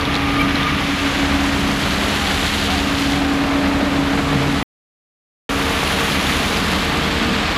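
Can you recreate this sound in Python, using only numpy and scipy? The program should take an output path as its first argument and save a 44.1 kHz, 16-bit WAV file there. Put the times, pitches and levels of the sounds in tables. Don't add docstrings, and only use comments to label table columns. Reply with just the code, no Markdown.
import sys
import numpy as np
from scipy import signal
from scipy.fft import rfft, irfft, next_fast_len
from scipy.io import wavfile
from scipy.ndimage import map_coordinates

SR = 44100
rng = np.random.default_rng(int(sys.argv[2]) if len(sys.argv) > 2 else 0)


def bounce(signal):
    frames = np.transpose(np.atleast_2d(signal))
    limited = np.clip(frames, -1, 1)
    pcm = np.round(limited * 32767).astype(np.int16)
    wavfile.write(sys.argv[1], SR, pcm)


N = 334100
TIME = np.arange(N) / SR


def from_db(db):
    return 10 ** (np.asarray(db) / 20)


def rms_one(x):
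    return x / np.sqrt(np.mean(x ** 2) + 1e-20)


def in_time(table):
    s, *columns = np.transpose(table)
    return [np.interp(TIME, s, c) for c in columns]


def bump(middle_s, half_s):
    return np.exp(-((TIME - middle_s) / half_s) ** 2)


def drift(rate):
    step, settle = 40, 2000
    pole = np.exp(-2 * np.pi * step * rate / SR)
    noise = rng.standard_normal(N // step + settle + 2)
    slow = signal.lfilter([1], [1, -2 * pole, pole * pole], noise)[settle:]
    return np.interp(np.arange(N) / step, np.arange(len(slow)), rms_one(slow))


def colour(x, spectrum):
    size = next_fast_len(N)
    log_hz = np.log2(np.maximum(np.arange(size // 2 + 1) * SR / size, 1))
    points, db = np.log2(np.array(spectrum)[:, 0]), np.array(spectrum)[:, 1]
    octaves_outside = np.abs(log_hz - np.clip(log_hz, points[0], points[-1]))
    gain = from_db(np.interp(log_hz, points, db) - 30 * octaves_outside)
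    return rms_one(irfft(rfft(x, size) * gain, size)[:N])


def resonate(x, hz, width_hz):
    r = np.exp(-np.pi * width_hz / SR)
    feedback = [1, -2 * r * np.cos(2 * np.pi * hz / SR), r * r]
    return signal.lfilter(np.array([1, 0, -1]) * (1 - r * r) / 2, feedback, x + 1e-18)


def turning(hz, wander):
    return rng.random() + np.cumsum(hz * (1 + wander * drift(1.97))) / SR


def tones(cycles, orders, flutter_db, rough=.15):
    out = 0
    for k, db in orders:
        level = from_db(db + flutter_db * drift(3.6)) * (1 + rough * drift(19))
        out = out + np.sqrt(2) * level * np.sin(2 * np.pi * (round(k) * cycles + rng.random()))
    return out


# middle and half length in seconds, frequency and width in Hz, level in dB.
HUMS = [(.4, .5, 135, 45, -28), (.24, .09, 827, 12, -31.5), (1.899, .7, 203.6, 3.95, -30),
        (2.25, 0.25, 798, 45, -34.5), (2.732, 0.079, 728, 56, -27), (3.25, .23, 753, 44, -33),
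        (3.68, 0.43, 591, 6, -33.5), (4.27, .1, 1137, 20, -31), (4.399, 0.16, 142.8, 9, -24),
        (6.684, .18, 192.8, 49.7, -25.5), (7.3, .16, 205.2, 70, -22.5)]
def hums():
    out = np.zeros(N)
    for s, half_s, hz, width_hz, db in HUMS:
        cycles = np.cumsum(hz + .5 * width_hz * drift(width_hz)) / SR
        out += np.sqrt(2) * from_db(db) * bump(s, half_s) * np.sin(2 * np.pi * cycles)
    return out


# middle and half length in seconds, level in dB.
BRAKE_RUBS = [(.35, .24, -26.5), (.73, .11, -28.5)]
def brake(hz=1211):
    core = tones(turning(hz, wander=.0017), [(1, .0029)], flutter_db=0)
    haze = rms_one(resonate(rng.standard_normal(N), hz, width_hz=90))
    envelope = sum(from_db(db) * bump(s, half_s) for s, half_s, db in BRAKE_RUBS)
    return envelope * rms_one(core + .9 * haze)


# time in seconds, pitch in Hz, level in dB.
SQUEAK = [(.38, 2260, -58.5), (.39, 2245, -23.5), (.4, 2350, -28.5), (.42, 2320, -20), (.435, 2345, -61)]
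# multiple of the pitch, relative level in dB.
SQUEAK_ORDERS = [(1, 2.5), (4, -28), (5, -17.5)]
def squeak():
    hz, db = in_time(SQUEAK)
    sounding = (TIME > SQUEAK[0][0]) & (TIME < SQUEAK[-1][0])
    scratch = 1 + .3 * drift(200)
    cycles = turning(hz * (1 + .0085 * drift(150)), wander=.00092)
    return sounding * scratch * from_db(db) * tones(cycles, SQUEAK_ORDERS, flutter_db=2)


# start in seconds, level in dB, ring frequency in Hz.
GRIT = [(.012, -16, 4400), (.053, -11, 3620), (.143, -11, 4000), (.154, -8, 3810), (.164, -14, 4300),
        (.556, -12.5, 4100), (.632, -14, 3500), (2.444, -15, 4000), (6.269, -12.5, 3800),
        (6.572, -15, 5000), (6.687, -16, 3700), (6.807, -13.5, 3300)]
def grit(crack=.12, decay_s=.0027, scatter_hz=170):
    out = np.zeros(N)
    age = np.arange(SR // 20) / SR
    for s, db, hz in GRIT:
        modes = hz + scatter_hz * rng.standard_normal((3, 1))
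        clink = np.sin(2 * np.pi * modes * age).mean(axis=0)
        broad = rms_one(resonate(resonate(rng.standard_normal(len(age)), hz, hz), hz, 2 * hz))
        start = round(s * SR)
        out[start:start + len(age)] += from_db(db) * (clink + crack * broad) * np.exp(-age / decay_s)
    return out


def droplets(per_s, spread_db):
    sizes = from_db(spread_db * np.minimum(rng.exponential(1, N), 5)) * rng.choice([-1, 1], N)
    return rms_one(sizes * (rng.random(N) < per_s / SR))


def nearness(delay_s=0):
    return np.array([
        1 / np.hypot(1, (TIME - s - delay_s) / np.where(TIME < s + delay_s, approach_s, departure_s))
        for s, approach_s, departure_s, *_ in CARS])


def traffic(near, cars_db, fall, far_db=-np.inf):
    each = from_db(cars_db)[:, None] * near ** fall
    return np.sqrt(np.sum(each ** 2, axis=0) + from_db(far_db) ** 2)


def road_reflection(x, near, lag_ms):
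    strength = .24 * near.max(axis=0)
    weight = near ** 4
    lag_samples = lag_ms @ weight / weight.sum(axis=0) * SR / 1000
    echo = map_coordinates(x, [np.arange(N) - lag_samples], order=3)
    return (x + strength * echo) / np.sqrt(1 + strength ** 2)


# closest moment, approach time and departure time in seconds; levels of
# hiss, tread squelch, spray and fine mist in dB; lag of the road's reflection in milliseconds.
CARS = [(.95, 1.3, 0.43, -23.5, -39.5, -39.5, -50, .295), (2.45, 1.0, 0.52, -22.5, -28.5, -34, -41, 0.28),
        (4.5, 0.63, .4, -30, -44, -41, -54, .278), (6.2, 1.0, .7, -23.5, -30.5, -35, -39, .3),
        (7.45, 0.8, 0.8, -23.5, -32.5, -40, -64.5, 0.26)]
# middle and half length in seconds, boost in dB.
PUDDLES = [(2.712, .045, 0), (3.01, .04, 4), (3.127, .055, 4.5), (5.897, .04, 1.2), (6.32, 0.039, 1),
           (6.742, .06, 1.3)]
# frequency in Hz, relative spectral density in dB.
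HISS = [(600, -16.5), (1200, 0.5), (2000, 3), (3200, -2.9), (4200, -9), (5200, -11), (6500, -21.5),
        (9000, -42)]
SQUELCH = [(2500, -8), (3200, -3), (3900, -4), (4500, -4.5), (5400, -13)]
SPRAY = [(3000, -15.5), (4500, 3.5), (5600, 4), (7000, 0.5), (8400, -3), (9500, -11), (12500, -22)]
MIST = [(7500, -16.5), (8900, -2), (10000, -0.5), (11000, 0), (12000, -1), (13500, -5.5), (15000, -14)]
WASH = [(4500, -2), (7000, -7), (10000, -6), (12500, -7), (15000, -20)]
def wet_tyres(fade_in_at_s=.82, rise_s=.1, muted_db=-9.5):
    *_, hiss_db, squelch_db, spray_db, mist_db, lag_ms = np.transpose(CARS)
    near = nearness()
    behind = nearness(delay_s=.14)
    spray_fade_in = from_db(muted_db * (.5 - .5 * np.tanh((TIME - fade_in_at_s) / rise_s)))
    puddle_db = sum(db * bump(s, half_s) for s, half_s, db in PUDDLES)
    hiss = colour(droplets(per_s=14000, spread_db=3), HISS)
    hiss *= traffic(near, hiss_db, fall=1.95, far_db=-33.5)
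    squelch = colour(droplets(per_s=3500, spread_db=4.5), SQUELCH)
    squelch *= spray_fade_in * traffic(behind, squelch_db, fall=2.1)
    drops = droplets(per_s=8300, spread_db=4)
    spray = colour(drops + .8 * rng.standard_normal(N), SPRAY)
    spray *= spray_fade_in * traffic(near, spray_db, fall=1.5)
    mist = colour(drops + .8 * rng.standard_normal(N), MIST)
    mist *= from_db(.5 * puddle_db) * traffic(near, mist_db, fall=2.1)
    wash = from_db(-45.5) * colour(rng.standard_normal(N), WASH)
    sputter = from_db(puddle_db + .52 * drift(25))
    return road_reflection(wash + (hiss + squelch + spray + mist) * sputter, near, lag_ms)


# time in seconds, pump level in dB, gear level in dB.
WHINE = [(0, -39, -40), (.7, -39, -35.5), (1.1, -54, -43), (3.3, -40, -45), (4.6, -36.5, -42),
         (5.5, -32, -37.5), (6.2, -36, -39), (6.9, -32, -39.5), (7.58, -34.5, -36)]
# multiple of the fast engine's firing rate, relative level in dB.
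GEAR_ORDERS = [(16, -2), (17, -1), (32, -4.5), (34, -6.5)]
def pump_and_gears(engine_cycles, pump_hz=456.6):
    pump_db, gears_db = in_time(WHINE)
    pump = tones(turning(pump_hz, wander=.002), [(1, 0)], flutter_db=.4, rough=.25)
    gears = tones(engine_cycles, GEAR_ORDERS, flutter_db=1, rough=.86)
    return from_db(pump_db) * pump + from_db(gears_db) * gears


# time in seconds, pitch in Hz, level in dB.
DRONE = [(0, 281.5, -25), (.45, 280.5, -21.5), (.9, 280.3, -27), (1.38, 278.8, -22), (2.25, 277.5, -32.5),
         (2.65, 278, -28.5), (3.15, 280, -19.5), (3.7, 278.7, -20.5), (4.6, 279.5, -23),
         (5.62, 277.7, -26.5), (5.85, 277, -36), (7.0, 277, -32), (7.58, 276.4, -44)]
# middle and half length in seconds, rate in Hz, depth in dB.
BEATS = [(1.061, .28, 6.6, 5), (4.115, .28, 25.6, 3)]
def exhaust_drone():
    pitch_hz, level_db = in_time(DRONE)
    beat_db = sum(db * bump(s, half_s) * np.cos(2 * np.pi * hz * (TIME - s))
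                  for s, half_s, hz, db in BEATS)
    tone = tones(turning(pitch_hz, wander=.001), [(1, 0)], flutter_db=1.04, rough=.089)
    return from_db(level_db + beat_db) * tone


def firing(cycles, fade, uneven_db):
    strength = from_db(uneven_db * rng.standard_normal(1024))
    return rms_one(strength[cycles.astype(int) % len(strength)] * np.exp(-fade * (cycles % 1)))


# time in seconds, relative levels of rumble, clatter and throb in dB.
LOAD = [(0, -30.5, -28, -1.5), (.4, -24.5, -28, 1.5), (.97, -27, -30, -2.5), (1.2, -27.5, -26, 1.5),
        (2.2, -28, -27.5, 1), (2.55, -28, -29, 1.5), (3.6, -24, -25.5, -1.5), (4.6, -24, -26.5, 0),
        (5.6, -27.5, -26, -1), (6.7, -24, -26.5, 0), (7.58, -27.5, -27, -.5)]
# multiple of the firing rate, relative level in dB.
SLOW_ORDERS = [(1, -36), (2, -33.5), (5, -35)]
FAST_ORDERS = [(1, -33.5), (2, -41.5)]
IDLE_ORDERS = [(1, -39.5), (2, -44.5), (6, -42)]
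# frequency and bandwidth in Hz, relative gain in dB.
BODY_MODES = [(143.8, 12, 1), (188.5, 20.3, 2.5), (229, 36, -1.5), (249.2, 16, 2), (306.2, 16, -1.5),
              (390, 51, -14), (424, 11, -10.5)]
# frequency in Hz, relative spectral density in dB.
BASS = [(30, -27.5), (42, -9), (60, 1.5), (85, -3.5), (115, -2.5), (200, -4), (400, -7.5), (700, -34)]
CLATTER = [(200, -8.5), (350, -2.5), (500, -2), (720, -0.5), (950, -2.5), (1250, -3), (1700, -5.5),
           (2500, -9.5), (4000, -14), (7000, -35.5)]
def diesels(slow, fast, idle):
    rumble_db, clatter_db, throb_db = in_time(LOAD)
    throb = tones(slow, SLOW_ORDERS, flutter_db=1.5, rough=.05)
    throb += tones(fast, FAST_ORDERS, flutter_db=1.5, rough=.054)
    throb += tones(idle, IDLE_ORDERS, flutter_db=1)
    puffs = rng.standard_normal(N) * firing(fast, fade=1.2, uneven_db=1.5)
    ringing = sum((-1) ** k * from_db(db) * resonate(puffs, hz, width_hz)
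                  for k, (hz, width_hz, db) in enumerate(BODY_MODES))
    band = signal.butter(2, [110, 520], "band", fs=SR, output="sos")
    rumble = from_db(rumble_db - 1.76) * rms_one(signal.sosfilt(band, ringing))
    knocks = firing(slow, fade=.45, uneven_db=1.85) + firing(fast, fade=.45, uneven_db=.8)
    clatter = from_db(clatter_db + 3) * colour(rng.standard_normal(N) * knocks, CLATTER)
    bass = from_db(-30) * colour(rng.standard_normal(N), BASS)
    return from_db(throb_db) * (throb + bass) + rumble + clatter


def scene():
    slow = turning(hz=40.55, wander=.0015)
    fast = turning(hz=71.2, wander=.0008)
    idle = turning(hz=50.1, wander=.0039)
    rollers = diesels(slow, fast, idle) + exhaust_drone() + pump_and_gears(fast)
    return (rollers + hums() + wet_tyres() + grit() + brake() + squeak())[None, :]


def record(dry, low_hz=30, high_hz=15200, silent_from_s=4.6285, silent_to_s=5.4915):
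    high_pass = signal.butter(4, low_hz, "high", fs=SR, output="sos")
    low_pass = signal.ellip(12, .1, 80, high_hz, fs=SR, output="sos")
    gate = (TIME < silent_from_s) | (TIME > silent_to_s)
    return signal.sosfilt(low_pass, gate * signal.sosfilt(high_pass, dry))


dry = scene()
out = record(dry)
bounce(out)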